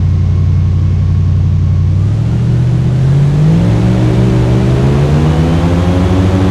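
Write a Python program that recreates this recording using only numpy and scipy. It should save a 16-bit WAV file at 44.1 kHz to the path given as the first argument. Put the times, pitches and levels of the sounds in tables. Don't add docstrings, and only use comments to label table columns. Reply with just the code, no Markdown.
import sys
import numpy as np
from scipy import signal
from scipy.fft import rfft, irfft, next_fast_len
from scipy.io import wavfile
from scipy.ndimage import uniform_filter1d, minimum_filter1d, map_coordinates

SR = 44100
rng = np.random.default_rng(int(sys.argv[2]) if len(sys.argv) > 2 else 0)


def wav_record(signal):
    frames = np.transpose(np.atleast_2d(signal))
    bounded = np.clip(frames, -1, 1)
    quanta = np.round(bounded * 32767).astype(np.int16)
    wavfile.write(sys.argv[1], SR, quanta)


N = 286749

# [f/Hz, level/dB]
WATER_ECHO_DIP = [(190, 0), (245, -9), (310, 1), (380, 1), (480, 0)]

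CRUISE_RPM, FAST_RPM = 2850, 4250
FIRING, BANK_BEAT, BELT_TEETH, BLADES_PER_CYCLE = 8, 5, 96, 2.626
PIPE_DISPERSION = -.21
SPIN_UP_S, IDLE_LOAD, FULL_LOAD_RPM = .263, 0.11, 1080
FIRING_DB, BANK_EASY_DB, BANK_HARD_DB = -8, -19.5, -7.5
BANK_FADE_DB = 6.5
HARD_RPM, HARD_WIDTH_RPM = 2500, 85
THRUST_DB_PER_DECADE, BITE_RPM = 15, 1250
BLADE_LOW_HZ, BLADE_ROUGH, BLADE_SMEAR = 62, .1, .0017
AIR_DB, AIR_START_RPM, AIR_SPAN_RPM, AIR_POWER = -20, 1234, 1575, 1.37
HISS_DB, HISS_LOAD_DB, HISS_FAST_DB = -28, 1.5, -8
EXTRA_HISS_S, EXTRA_HISS_FADE_S, EXTRA_HISS_DB = 1.05, .25, 0.56
INTAKE_DB, INTAKE_FAST_DB = -35.5, -8
BELT_DB, BELT_DB_PER_OCTAVE, BELT_WANDER_DB = -49, 2.2, 1.5
TOP_HZ = 15100


def exhaust(cycles, cycle_hz, rpm, load):
    # [multiple of the two-turn cycle, level idling/dB, level under load/dB]
    other_orders = [(2, -33, -17), (3, -26, -19), (4, -23, -32), (6, -29, -32), (7, -33, -27),
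                    (9, -31, -29), (10, -29, -29), (11, -21, -32), (13, -23.5, -37), (14, -32, -41),
                    (15, -38, -38), (16, -36, -37), (17, -34, -45), (18, -28, -48), (19, -39, -43),
                    (20, -37, -47), (21, -32, -38), (24, -45, -36)]
    # [f/Hz, level/dB]
    pipe_colour = [(25, -27), (50, -9.5), (80, -3), (120, 0), (160, 6.3), (200, 0), (250, -1.5), (480, -2),
                   (750, -4.5)]
    # [f/Hz, level/dB]
    pipe_boom = [(90, -3), (115, -4.5), (135, -1.5), (148, -0.5), (160, -1.5), (170, -3.5), (180, -7),
                 (200, -14.5), (290, -12.5)]

    def turns(order):
        return order * cycles + PIPE_DISPERSION * order ** 2

    firing_db = FIRING_DB + along(pipe_boom, FIRING * cycle_hz)
    out = amp(firing_db) * tone(turns(FIRING), rough=.02 + .1 * load ** 4, rate=12)

    hard = .5 + .5 * np.tanh((rpm - HARD_RPM) / HARD_WIDTH_RPM)
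    beat_db = BANK_EASY_DB + hard * (BANK_HARD_DB - BANK_EASY_DB)
    beat_db = beat_db - BANK_FADE_DB * haste(rpm) + along(pipe_boom, BANK_BEAT * cycle_hz)
    out += amp(beat_db) * tone(turns(BANK_BEAT), rough=0.045, rate=13)

    for order, idle_db, load_db in other_orders:
        hz = order * cycle_hz
        level_db = idle_db + load ** 2.1 * (load_db - idle_db)
        level_db = level_db + along(pipe_colour, hz) + along(WATER_ECHO_DIP, hz)
        out += amp(level_db) * tone(turns(order), rough=0.085 + 0.11 * load, rate=10)
    return out


def propeller(blade_turns, rpm):
    # [multiple of the blade rate, level up to cruise/dB, level at full speed/dB]
    blade_tones = [(1, -23, -13), (2, -26, -18.5), (3, -22.5, -20), (4, -24.5, -25.5), (5, -22, -34),
                   (6, -24.5, -27.5), (7, -32, -35), (8, -34, -38), (9, -31, -36), (10, -34, -40),
                   (11, -42, -39), (12, -42, -39), (13, -42, -43), (14, -42, -44), (15, -42, -47),
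                   (16, -46, -48)]
    blade_hz = np.gradient(blade_turns) * SR
    fast = haste(rpm)
    bite = np.minimum((rpm - BITE_RPM) / (CRUISE_RPM - BITE_RPM), 1)
    thrust_db = THRUST_DB_PER_DECADE * np.log10(bite)
    sway = 0.0034 * wobble(12)
    out = np.zeros(N)
    for order, cruise_db, fast_db in blade_tones:
        hz = order * blade_hz
        rough = BLADE_ROUGH + BLADE_SMEAR * order ** 2
        partial = tone(order * (blade_turns + sway) + rng.random(), rough, rate=14)
        level_db = cruise_db + fast * (fast_db - cruise_db) + along(WATER_ECHO_DIP, hz)
        out += amp(level_db) * np.minimum(hz / BLADE_LOW_HZ, 1) * partial
    return amp(thrust_db) * out


def wash(blade_turns, rpm):
    # [f/Hz, level/dB]
    air_colour = [(20, -3), (75, 0.5), (125, -2.5), (220, 1), (360, -1.5), (550, -5), (850, -7),
                  (1400, -12), (2200, -16), (3500, -19.5), (5100, -27.5), (6400, -27.5), (7300, -31.5),
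                  (10500, -38.5), (15000, -50.5)]
    flow = np.tanh(np.maximum(rpm - AIR_START_RPM, 1) / AIR_SPAN_RPM) ** AIR_POWER
    chop = 1 + 0.085 * np.cos(2 * np.pi * blade_turns) + 0.072 * np.cos(4 * np.pi * blade_turns)
    return amp(AIR_DB) * flow * unit(chop * rush(air_colour))


def machinery(cycles, rpm, load):
    # [f/Hz, level/dB]
    hiss_colour = [(15, -8), (60, -1.5), (170, -0.5), (240, -3), (350, -4.5), (500, -14), (800, -18.5),
                   (1400, -24), (3000, -27.5), (4500, -31.5), (6300, -33.5), (7300, -43), (10000, -52.5),
                   (11500, -60.5), (14500, -74)]
    # [f/Hz, level/dB]
    intake_colour = [(200, -19), (350, 13.5), (600, 20), (1200, 1), (2500, -7.5), (4000, 0.5), (5200, -11),
                     (7000, -3), (10400, -13), (11500, -24), (14000, -26), (15200, -38)]
    extra = np.clip(1 - (np.arange(N) / SR - EXTRA_HISS_S) / EXTRA_HISS_FADE_S, 0, 1)
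    fast = haste(rpm) ** 2
    hiss_db = HISS_DB + EXTRA_HISS_DB * extra + HISS_LOAD_DB * load + HISS_FAST_DB * fast
    hiss = amp(hiss_db) * rush(hiss_colour)
    intake_air = amp(INTAKE_DB + INTAKE_FAST_DB * fast) * load ** 0.63 * rush(intake_colour)
    puffs = 1 + 0.087 * np.cos(2 * np.pi * FIRING * cycles)
    return puffs * (hiss + intake_air)


def belt(cycles, rpm, load):
    # [t/s, level/dB]
    overtone_levels = [(1.05, -52), (1.3, -62), (2.4, -52), (3.7, -61)]
    note_db = BELT_DB + BELT_DB_PER_OCTAVE * np.log2(rpm / rpm[0]) + BELT_WANDER_DB * wobble(3)
    mesh = BELT_TEETH * cycles
    note = amp(note_db) * tone(mesh, rough=0.55, rate=22)
    fuzz = amp(-46.5 - 6.1 * load) * tone(mesh, rough=7.2, rate=170)
    overtone = amp(curve(overtone_levels)) * tone(2 * mesh, rough=0.35, rate=31)
    return note + fuzz + overtone


def crankshaft():
    # [t/s, crankshaft speed/(turns a minute)]
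    idle_speed = [(0, 1349), (1.1, 1371)]
    # [start t/s, length/s, added speed/(turns a minute)]
    throttle_pushes = [(1.84, .27, 515), (2.87, .15, 370), (3.305, .2, 652), (4.5, .56, 865),
                       (5.11, .845, 538)]
    t = np.arange(N) / SR
    throttle = np.zeros(N)
    for start, length, added in throttle_pushes:
        throttle += added * np.clip((t - start) / length, 0, 1)
    keep = np.exp(-1 / (SPIN_UP_S * SR))
    rpm = curve(idle_speed) + signal.lfilter([1 - keep], [1, -keep], throttle)
    load = np.clip(IDLE_LOAD + throttle / FULL_LOAD_RPM, 0, 1)
    return rpm, load


def haste(rpm):
    return np.clip((rpm - CRUISE_RPM) / (FAST_RPM - CRUISE_RPM), 0, 1)


def tone(turns, rough, rate):
    angle = 2 * np.pi * turns
    in_step = (1 + rough * wobble(rate)) * np.sin(angle)
    quarter_turn_off = rough * wobble(rate) * np.cos(angle)
    return (in_step + quarter_turn_off) / np.sqrt(.5 + rough ** 2)


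def rush(colour):
    def response(hz):
        return amp(along(colour, hz) + 0.35 * along(WATER_ECHO_DIP, hz))
    return unit(filtered(rng.standard_normal(N), response))


def wobble(rate):
    at = np.linspace(0, N * rate / SR, N // 64)
    coarse = map_coordinates(rng.standard_normal(4096), [at], mode="wrap")
    return np.interp(np.linspace(0, len(at) - 1, N), np.arange(len(at)), coarse)


def filtered(x, response):
    m = next_fast_len(N + SR // 2)
    return irfft(rfft(x, m) * response(np.fft.rfftfreq(m, 1 / SR)), m)[:N]


def along(points, hz):
    f, v = np.transpose(points)
    return np.interp(np.log(hz + 1), np.log(f + 1), v)


def curve(points):
    s, v = np.transpose(points)
    return np.interp(np.arange(N) / SR, s, v)


def amp(db):
    return 10 ** (np.asarray(db) / 20)


def unit(x):
    return x / np.sqrt(np.mean(x ** 2) + 1e-20)


def scene():
    rpm, load = crankshaft()
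    cycle_hz = rpm / 120
    cycles = np.cumsum(cycle_hz) / SR
    blade_turns = BLADES_PER_CYCLE * cycles
    engine = exhaust(cycles, cycle_hz, rpm, load)
    engine += machinery(cycles, rpm, load) + belt(cycles, rpm, load)
    return (engine + propeller(blade_turns, rpm) + wash(blade_turns, rpm))[None]


def limiter(x, ceiling, size):
    needed = minimum_filter1d(np.minimum(1, ceiling / (np.abs(x) + 1e-9)), 2 * size)
    gain = uniform_filter1d(uniform_filter1d(needed, size), size)
    return x * gain


def record(dry):
    held = limiter(dry[0], ceiling=.92, size=150)
    soft_ends = signal.windows.tukey(N, .001)
    return filtered(held * soft_ends, lambda hz: hz < TOP_HZ)[None]


dry = scene()
out = record(dry)
wav_record(out)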